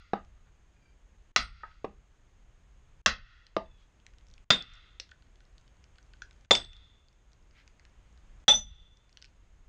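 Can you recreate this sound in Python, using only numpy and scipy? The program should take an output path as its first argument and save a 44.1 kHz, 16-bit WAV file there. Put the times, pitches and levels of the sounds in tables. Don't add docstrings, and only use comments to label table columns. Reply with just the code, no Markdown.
import sys
import numpy as np
from scipy import signal
from scipy.fft import rfft, irfft
from scipy.io import wavfile
from scipy.ndimage import uniform_filter1d, minimum_filter1d

SR = 44100
rng = np.random.default_rng(int(sys.argv[2]) if len(sys.argv) > 2 else 0)


def voltage_ratio(level):
    return 10 ** (np.asarray(level, float) / 20)


def master_out(mix):
    frames = np.transpose(np.atleast_2d(mix))
    ceiling = np.clip(frames, -1, 1)
    pcm = np.round(ceiling * 32767).astype(np.int16)
    wavfile.write(sys.argv[1], SR, pcm)


N = 426888
EVENT_S = 1.2


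def evened(x):
    return x / np.sqrt(np.mean(x ** 2) + 1e-20)


def read(points, hz):
    f, value = np.transpose(points)
    return np.interp(np.log(hz + 1), np.log(f + 1), value)


def curve(rows, t):
    return np.interp(t, *np.transpose(rows))


def add(mix, s, sound):
    at = round(s * SR)
    sound = sound[max(-at, 0):]
    part = mix[max(at, 0):][:len(sound)]
    part += sound[:len(part)]


def noise(points):
    hz = np.fft.rfftfreq(N, 1 / SR)
    spectrum = rfft(rng.standard_normal(N)) * voltage_ratio(read(points, hz))
    return evened(irfft(spectrum, N))


def coloured(x, points):
    hz = abs(np.fft.fftfreq(8192, 1 / SR))
    log_gain = np.log(voltage_ratio(np.maximum(read(points, hz), -100)))
    taps = np.fft.ifft(np.exp(np.conj(signal.hilbert(log_gain)))).real[:4096]
    return signal.oaconvolve(x, taps)[:len(x)]


def bounced(x, echo_ms):
    at = np.arange(len(x))
    return x + .5 * np.interp(at - echo_ms * SR / 1000, at, x, left=0)


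def ring(modes, t, waver=0.):
    out = 0
    for hz, db, t60, top, start_db in modes:
        level_db = db + np.where(t < top, start_db * (1 - t / top), -60 * (t - top) / t60)
        sway = np.interp(t, np.arange(100) / 70, rng.standard_normal(100))
        drift = np.interp(t, np.arange(100) / 70, rng.standard_normal(100))
        blur = 3.5 if hz < 2200 else 1
        phase = 2 * np.pi * hz * t + 0.15 * blur * waver * drift
        out = out + voltage_ratio(level_db + waver * sway) * np.sin(phase)
    return out


# (frequency [Hz], t60 [s])
NEAR = [(100, 0.27), (260, 0.23), (700, 0.19), (1800, .21), (4800, 0.19), (10000, 0.076)]
# (frequency [Hz], level [dB])
FAR = [(300, -29), (900, -10), (1400, 0.5), (3500, -1), (5500, -8), (9000, -25.5)]
# (delay [s], level [dB])
TREES = [(.04, -3), (.1, 8.5), (.16, 0.5), (.25, 2.5), (.38, -3.5), (.45, -9), (.7, -27.5), (1.1, -45)]
TREES_DB = -42


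def lawn(x, to_near, to_far, near_db, far_db=TREES_DB):
    hz, t, z = signal.stft(rng.standard_normal(SR // 2), SR, nperseg=128)
    near = signal.istft(z * voltage_ratio(-60 * t / read(NEAR, hz)[:, None]), SR, nperseg=128)[1]
    near = near * np.clip(np.arange(len(near)) / SR / 0.0024 - .5, 0, 1)
    t = np.arange(round(EVENT_S * SR)) / SR
    far = coloured(rng.standard_normal(len(t)), FAR) * voltage_ratio(curve(TREES, t))
    scatter = signal.oaconvolve(to_near, near / np.linalg.norm(near))[:len(x)]
    trees = signal.oaconvolve(to_far, far / np.linalg.norm(far))[:len(x)]
    return x + voltage_ratio(near_db) * scatter + voltage_ratio(far_db) * trees


# (frequency [Hz], level [dB per Hz])
AIR = [(53, -30.5), (90, -6.5), (222, -14.5), (460, -18), (579, -19.5), (730, -20.5), (851, -21.5),
       (936, -20.5), (2100, -24), (3200, -27), (4350, -34), (5800, -35.5), (6510, -30), (7300, -34),
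       (8850, -42), (11500, -58), (19500, -120)]
# (time [s], level [dB])
AIR_DB = [(0.0, -78), (0.21, -71), (6.82, -68), (7.12, -71), (8.52, -66.5), (9.68, -71)]
# (frequency [Hz], level [dB per Hz])
CAPSULE = [(5700, -30), (6250, -7), (6530, 0), (6850, -7), (7500, -30)]
# (frequency [Hz], level [dB per Hz])
WIND = [(8.8, -34), (15, -1.5), (32, 0.5), (53, 0), (200, -26.5), (260, -49), (440, -120)]
# (time [s], level [dB])
WIND_DB = [(0.0, -58), (.62, -61.5), (1.3, -58), (2.05, -62), (2.94, -55.5), (3.95, -65), (4.3, -54.5),
           (5.1, -59), (6.4, -57.5), (7.04, -63), (8.4, -56), (9.0, -63.5), (9.68, -56.5)]


def air(t):
    wind = voltage_ratio(curve(WIND_DB, t)) * noise(WIND)
    wash = voltage_ratio(curve(AIR_DB, t)) * noise(AIR)
    hiss = voltage_ratio(-85.5) * noise(CAPSULE)
    return wash + wind + hiss


# (start [s], length [s], pitch [Hz], sag (negative: rise) [Hz per s], level [dB])
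BIRD = [
    (0.733, 0.089, 820, 100, -78),
    (0.811, 0.13, 786, -20, -72.5),
    (3.645, 0.23, 876, 295, -70),
]
# (multiple of pitch [-], level [dB])
OVERTONES = [
    [(2, -4), (3, 0), (4, -12), (6, -14)],
    [(2, -7), (3, 0), (4, -12), (6, -7)],
    [(2, -14), (3, -7), (4, 0), (6, -22)],
]


def bird():
    out = np.zeros(N)
    for (s, length, hz, sag, db), overtones in zip(BIRD, OVERTONES):
        t = np.arange(0, length, 1 / SR)
        flutter = evened(uniform_filter1d(rng.standard_normal(len(t)), size=500))
        pitch_hz = (hz - sag * t ** 2 / length) * (1 + 0.011 * flutter)
        turn = 2 * np.pi * np.cumsum(pitch_hz) / SR
        swell_db = -11 * (2 * (t / length) ** 0.71 - 1) ** 2
        level_db = db + swell_db + 4.5 * flutter[::-1]
        add(out, s, voltage_ratio(level_db) * sum(voltage_ratio(d) * np.sin(k * turn) for k, d in overtones))
    return out


# (time [s], level [dB], pitch [Hz], half length [s])
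GLOVE = [
    (0.476, -71.5, 1470, 0.02),
    (3.813, -73, 3480, 0.037),
    (7.591, -63, 2250, 0.042),
]


def glove(t):
    out = 0
    for s, db, hz, half in GLOVE:
        rub = noise([(hz / 4, -40), (hz / 1.75, -6), (hz, 0), (hz * 1.35, -8), (hz * 2.25, -14), (9000, -40)])
        out = out + voltage_ratio(db) * rub * np.exp(-((t - s) / half) ** 2)
    return out


def shake(t):
    rise_s, t60_s = 0.041, 1.3
    envelope = 0
    for row in BLOWS + TAPS:
        since = t - row[0]
        fall = voltage_ratio(row[-1] - 60 * np.maximum(since, 0) / t60_s)
        envelope = envelope + fall * np.clip(since / rise_s, 0, 1)
    return noise(WIND) * envelope


# (time [s], peak [dB], main pitch [Hz], woody body [dB re peak])
SNAPS = [(1.713, -51, 2030, -2), (3.4655, -39.5, 3530, -16), (4.0639, -38.5, 2650, -24),
         (4.135, -53, 2785, -9), (4.2088, -55, 2390, -16.5), (4.3371, -46, 4380, -21.5),
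         (5.0903, -49.5, 3610, -6), (5.1145, -40.5, 2610, -1), (5.2215, -52, 3340, -10),
         (5.4035, -50.5, 2640, -6), (5.9824, -47, 2670, -5.5), (6.134, -46.5, 2720, -5),
         (6.3086, -46.5, 1950, -13.5), (6.4466, -53, 2170, -9), (7.7948, -47, 2110, -15),
         (7.8504, -46.5, 2026, -17), (8.1744, -52, 3007, -17), (9.2161, -46, 4970, -13)]
# (time [s], peak [dB], main
# pitch [Hz])
DRY_SNAPS = [(0.247, -55, 5900), (3.9986, -56.5, 3080), (4.1828, -51, 5300), (4.2671, -53, 5540),
             (4.2836, -54.5, 5540), (4.2995, -55, 6300), (4.3782, -47.5, 2540), (4.6225, -24.5, 4800),
             (4.7346, -44, 5960), (4.752, -46, 5300), (4.9222, -61, 5300), (5.356, -51.5, 3330),
             (5.5795, -48, 4130), (5.677, -52.5, 2980), (5.8396, -46, 5220), (5.9559, -55, 2940),
             (6.7305, -38.5, 4380), (6.765, -44, 4450), (6.7754, -54.5, 4515), (7.083, -54, 4140),
             (7.3308, -51, 4630), (7.676, -42, 4640), (8.97, -50.5, 4770), (9.0927, -50, 4970),
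             (9.1262, -48, 4810), (9.1705, -35.5, 4770), (9.2228, -34, 3540), (9.2426, -40, 2720),
             (9.257, -47.5, 4730),
             (4.1044, -62, 6460), (4.3117, -51.5, 6500), (4.6614, -54, 3810), (4.6964, -56, 3940),
               (4.7007, -64, 4040), (4.7404, -48, 5290), (4.7564, -57, 3810), (4.8334, -65, 3980),
               (5.1115, -48.5, 6840), (5.2674, -64.5, 6520), (5.4505, -56, 4940), (5.5264, -68, 4580),
               (5.6104, -61.5, 6500), (5.7674, -64, 6400), (6.0267, -56, 6340), (6.0634, -62, 3840),
               (6.168, -61, 4130), (6.328, -55.5, 6570), (6.3604, -66, 4580), (6.408, -56, 6330),
               (6.6465, -35, 3800), (6.8464, -60, 4300), (7.127, -60, 5330), (7.3173, -55, 4590),
               (7.4254, -64, 6520), (7.5088, -57, 4390), (7.8944, -65, 6520), (8.1261, -61.5, 6760),
               (8.4003, -61, 4670), (9.25, -47, 4740)]
# (frequency [Hz], level [dB])
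SNAP_COLOUR = [(600, -37.5), (1800, -4), (3000, -3.5), (5500, -1.5), (7000, -10), (9000, -21.5),
               (12000, -55)]
# (frequency [Hz], level [dB], t60 [s], swells until [s], starts at [dB])
SPLIT = [(1510, -2.5, 0.022, 0.0032, -12.5), (1780, -7.5, 0.0081, 0.0029, -12)]


def snaps():
    delay_s, dry_body_db = 0.0015, -22
    out, t = np.zeros(N), np.arange(2500) / SR
    rows = [*SNAPS, *[(*row, dry_body_db) for row in DRY_SNAPS]]
    grits = rng.standard_normal((len(rows), len(t)))
    echoes_ms = 0.24 + 0.97 * rng.random(len(rows))
    for (s, db, hz, body_db), grit, echo_ms in zip(rows, grits, echoes_ms):
        burst = bounced(coloured(grit * voltage_ratio(-60 * t / 0.0038), SNAP_COLOUR), echo_ms)
        burst = coloured(burst, [(hz / 3, -9), (hz, 0), (hz * 2, -8)])
        pitch = ring([(hz, -10, .006, .0007, -15)], t) + voltage_ratio(body_db) * ring(SPLIT, t)
        add(out, s + delay_s, voltage_ratio(db) * (burst / abs(burst).max() + pitch))
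    return lawn(out, out, out, -14.5)


def strike(db, contact_ms, crack_t60, echo_ms, near_db, far_db, colour, modes):
    t = np.arange(round(EVENT_S * SR)) / SR
    fade_db = -60 * np.maximum(t - contact_ms / 1000, 0) / crack_t60
    impulse = 1. * (t == 0)
    grit = rng.standard_normal(len(t)) * voltage_ratio(fade_db)
    push = evened(bounced(coloured(impulse, colour), echo_ms))
    crush = evened(bounced(coloured(grit, colour), echo_ms))
    crack = push / max(contact_ms, 1.2) + crush
    size = abs(crack).max()
    tone = ring(modes, t, waver=2.6) * np.minimum(t / .0012, 1) ** 2
    to_near, to_far = push / size + 0.55 * tone, push / size + 0.47 * tone
    return voltage_ratio(db) * lawn(crack / size + tone, to_near, to_far, near_db, far_db)


def struck(rows, colours, modes, lag=0):
    out = np.zeros(N)
    for row, colour, mode in zip(rows, colours, modes):
        add(out, row[0] + lag, strike(*row[1:], colour, mode))
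    return out


# (time [s], peak [dB], contact [ms], crack t60 [s], ground shake [dB])
TAPS = [
    (0.133, -19.5, 3.15, 0.0085, -50.5),
    (1.632, -28, 6.1, 0.0029, -80),
    (1.843, -25.5, 6, 0.018, -57.5),
    (3.565, -12.5, 1.33, 0.014, -51.5),
    (4.998, -24, 1.4, 0.01, -84),
    (6.2192, -30.5, 0.49, 0.012, -78.5),
    (6.552, -10, 0.74, 0.012, -53),
]
# (frequency [Hz], level [dB per Hz])
TAP_COLOURS = [
    [(59, -61), (100, -21), (773, 0), (1020, -24.5), (1230, 2), (1700, -16), (4950, -35.5), (8850, -66.5)],
    [(59, -45), (100, -20.5), (898, -3.5), (1080, -9), (1260, 9), (2340, -13), (4680, -69), (8850, -63)],
    [(59, -33), (100, -26.5), (583, -1), (787, -21.5), (1230, -7), (1380, -25), (2610, -25), (8850, -59)],
    [(59, -47), (100, -28), (493, 10), (787, -11), (1190, -2.5), (1500, -12.5), (5230, -23), (8850, -63)],
    [(59, -51), (100, -59), (483, -0.5), (1080, -10), (2870, 2.5), (3100, -3), (4950, 10.5), (8850, -21.5)],
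    [(59, -29.5), (100, -20.5), (1060, -27), (1490, 1), (1870, -16.5), (3950, -18), (6560, -15),
     (8850, -53)],
    [(800, -23.5), (2500, -7), (4500, -7.5), (6000, -6.5), (8500, -30.5)],
]
# (frequency [Hz], level [dB re crack], t60 [s], swells until [s], starts at [dB])
TAP_MODES = [
    [(210.5, -14.5, 0.12, 0.0018, -23.5), (410, 3, 0.011, 0.0011, 8), (815, -13, 0.084, 0.0019, -10.5),
     (975, -19, 0.098, 0.0034, -16)],
    [(1273, -2.5, 0.049, 0.0057, -16), (1555, -9, .04, 0.0065, -9), (930, -19, 0.064, 0.0074, -16),
     (374, -23, 0.035, 0.0026, 1)],
    [(204, -11, 0.14, 0.0019, 1), (424, 10, 0.019, 0.00062, -5), (792, -7.5, 0.11, 0.0024, -15),
     (1020, -32, 0.093, 0.0053, -12)],
    [(212, -15.5, 0.087, 0.0027, -10), (876, -20, 0.17, 0.0017, 8), (434, -3, 0.018, 0.0033, -42),
     (649.7, -19.5, 0.12, 0.022, 6), (1206, -18, 0.016, 0.018, -9)],
    [(2800, -8, 0.01, 0.0005, -5), (530, -28, 0.057, 0.0023, 2)],
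    [(1600, -20.5, 0.085, 0.0022, -2)],
    [(3540, -17.5, 0.054, .002, -2)],
]
# (ground bounce [ms], near scatter [dB])
TAP_GROUND = [(1.072, -11), (1.09, -7.5), (1.1, -11), (1.05, -11), (0.521, -10.5), (1.2, -11), (.6, -7)]


def taps():
    tap_delay_s = 0.00088
    rows = [(*row[:-1], *ground, TREES_DB) for row, ground in zip(TAPS, TAP_GROUND)]
    colours = [c + [(11400, c[-1][1] - 22.5), BLOW_TOP[-1]] for c in TAP_COLOURS]
    rebound = struck(rows[-1:], colours[-1:], TAP_MODES[-1:])
    set_down = struck(rows[:-1], colours, TAP_MODES, tap_delay_s)
    return set_down, rebound


# (delay [s], frequency [Hz], level [dB])
SLIDES = [
    (4.504, [[(0, 3540, -20.5), (.005, 3575, -10), (.015, 3623, -24.5), (.045, 3632, -32.5), (.065, 3430, -43.5), (.097, 3550, -53.5), (.107, 3450, -33.5), (.12, 3560, -54.5), (.45, 3548, -80.5)]]),
    (6.509, [[(0, 3596, -17.5), (.009, 3529, -8.5), (.017, 3417, -19), (.028, 3595, -22.5), (.046, 3460, -28.5), (.056, 3523, -36), (.065, 3544, -30), (.1, 3460, -50), (.3, 3500, -83)]]),
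    (8.481, [[(0, 3540, -23.5), (.02, 3456, -14), (.039, 3520, -11), (.051, 3550, -32.5), (.06, 3450, -21.5), (.08, 3555, -35.5), (.1, 3550, -47), (.135, 3515, -49), (.3, 3570, -94)], [(0, 5800, -29.5), (.011, 5967, -15), (.024, 5985, -26), (.035, 5980, -24.5), (.049, 5975, -31.5), (.072, 5972, -23.5), (.092, 6020, -31), (.145, 5980, -47.5), (.3, 6010, -98)], [(0, 750, -32.5), (.011, 851, -23.5), (.037, 856, -39.5), (.05, 854, -30.5), (.08, 844, -50.5), (.1, 855, -63), (.14, 856, -69.5), (.25, 850, -87)], [(.064, 6760, -78), (.07, 6640, -44.5), (.11, 6640, -53), (.2, 6675, -85.5)]]),
]


def slides():
    out, t = np.zeros(N), np.arange(round(EVENT_S * SR)) / SR
    for s, tones in SLIDES:
        steel = 0
        for rows in tones:
            at, hz, db = np.transpose(rows)
            flutter = np.interp(t, np.arange(300) / 250, rng.standard_normal(300))
            level_db = np.interp(t, at, db, right=-200) + 1.94 * flutter
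            phase = 2 * np.pi * np.cumsum(np.interp(t, at, hz)) / SR
            steel = steel + voltage_ratio(level_db) * np.sin(phase)
        steel = steel * np.sin(np.minimum(t / .002, 1) * np.pi / 2) ** 2
        add(out, s, lawn(steel, steel, steel, near_db=-16.5, far_db=-43))
    return out


# (time [s], peak [dB], contact [ms], near scatter [dB], ground shake [dB])
BLOWS = [
    (1.362, -3.5, 1.37, -5.5, -43),
    (3.061, -4, 2.15, -6, -45),
    (4.504, -4, 3.22, -9, -46.5),
    (6.509, -2.5, 4.7, -7, -49),
    (8.481, -6.5, 2.63, -4.5, -41),
]
EARLIER_BLOW = [(-.38, -1, 4.5, -20, -50)]
# (frequency [Hz], level [dB per Hz])
BLOW_COLOURS = [
    [(35, -30), (60, -12.5), (133, -27), (206, -15.5), (527, -24), (907, -16), (1050, -10.5), (1410, -4.5),
     (1560, -14.5), (2010, -9), (3110, -15), (4730, -11.5), (6300, -18.5), (7400, -30)],
    [(35, -21), (60, -8.5), (133, -38), (215, -10), (428, -19.5), (550, -12), (987, -17), (1220, -6),
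     (1890, -3.5), (2230, -14.5), (2630, -9.5), (6470, -15.5)],
    [(35, -59), (60, -25.5), (120, -16.5), (202, -3), (455, -9.5), (600, -12.5), (950, -16), (1240, -9.5),
     (2630, -12.5), (3530, -8), (4080, -14), (6890, -23)],
    [(35, -59.5), (60, -29.5), (193, -10.5), (362, -3.5), (600, -8), (852, -10), (1100, -11), (3150, -15),
     (3530, 4.5), (3900, -12), (7180, -22.5)],
    [(35, -45.5), (60, -24.5), (393, -11), (752, -9.5), (2370, -14), (3460, -2), (4000, -13.5), (5140, -17),
     (6080, -17), (6470, -16.5), (8310, -34)],
]
# (frequency [Hz], level [dB per Hz])
BLOW_TOP = [(8850, -43.5), (11500, -66.5), (14300, -71.5), (15500, -120)]
# (frequency [Hz], level [dB re crack], t60 [s], swells until
# [s], starts at [dB])
BLOW_MODES = [
    [(8120, -54, .22, 0.06, -19.5)],
    [(200, -29, 0.11, 0.0013, -1), (1120, -17, 0.028, 0.005, -1.5), (8240, -61, .15, 0.022, -8)],
    [(3640, -25.5, .15, .03, -1.5), (3430, -30.5, 0.16, .03, -6.5), (4800, -23, .04, .012, -9),
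     (1653, -25.5, .1, .006, -7.5), (1000, -26.5, 0.091, .006, -3.5), (7020, -35, 0.13, 0.0078, -1),
     (8050, -50, 0.2, 0.03, -3)],
    [(557.4, -10.5, 0.025, 0.0024, -16.5), (391, -30, 0.2, 0.0055, -18), (10500, -61.5, .12, 0.016, -3),
     (937, -24, 0.16, 0.0033, -3.5), (3640, -25.5, .09, .009, 0), (3340, -17, .05, 0.011, -7),
     (7030, -24.5, 0.089, 0.012, -8), (8037, -47.5, 0.21, 0.066, -11), (8070, -38.5, 0.081, 0.027, -9.5)],
]
LOOSE_MODES = [(605, -29, 0.18, 0.012, -5.5), (7000, -30.5, 0.15, 0.012, -6.5), (3660, -19, .1, 0.022, 1),
               (202.8, -30, 0.3, 0.0085, -15), (8060, -41, 0.24, 0.027, 8.5),
               (8170, -40.5, 0.11, 0.044, -6), (14080, -68.5, .13, .01, 0)]
HEAD_MODE = [(12350, -72, .16, .02, -8)]
# (ground bounce [ms], tree line [dB])
BLOW_GROUND = [(1.48, -35.5), (1.5, -37), (1.5, -35.5), (1.5, -40), (1.501, -41.5)]


def blows():
    crack_t60_s = .017
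    colours = [c + BLOW_TOP for c in BLOW_COLOURS]
    steel = [m + HEAD_MODE for m in BLOW_MODES + [LOOSE_MODES]]
    rows = [(*row[:3], crack_t60_s, echo, row[3], far)
            for row, (echo, far) in zip(EARLIER_BLOW + BLOWS, BLOW_GROUND[:1] + BLOW_GROUND)]
    return struck(rows, colours[:1] + colours, steel[:1] + steel) + slides()


# (time [s], depth [dB])
DIPS = [
    (1.317, 16),
    (3.016, 24.5),
    (4.443, 17.5),
    (6.459, 13),
    (8.443, 21.5),
]


def limiter_db(t):
    recovery_s = 0.26
    gain_db = 0
    for (s, depth), blow in zip(DIPS, BLOWS):
        step = np.clip((t - s) / 0.0037, 0, 1)
        gain_db = gain_db - depth * step * np.exp(-np.maximum(t - blow[0], 0) / recovery_s)
    return gain_db


def scene():
    t = np.arange(N) / SR
    loud = blows()
    set_down, rebound = taps()
    quiet = set_down + snaps() + air(t) + glove(t) + bird()
    return (loud + rebound + shake(t) + quiet * voltage_ratio(limiter_db(t)))[None]


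def low_pass(x):
    return signal.sosfilt(signal.butter(12, 14500, fs=SR, output="sos"), x)


def record(dry):
    ceiling = .6
    room_left = minimum_filter1d(ceiling / np.maximum(abs(dry), ceiling), size=61)
    held = dry * uniform_filter1d(room_left, size=61)
    return low_pass(held)


dry = scene()
out = record(dry)
master_out(out)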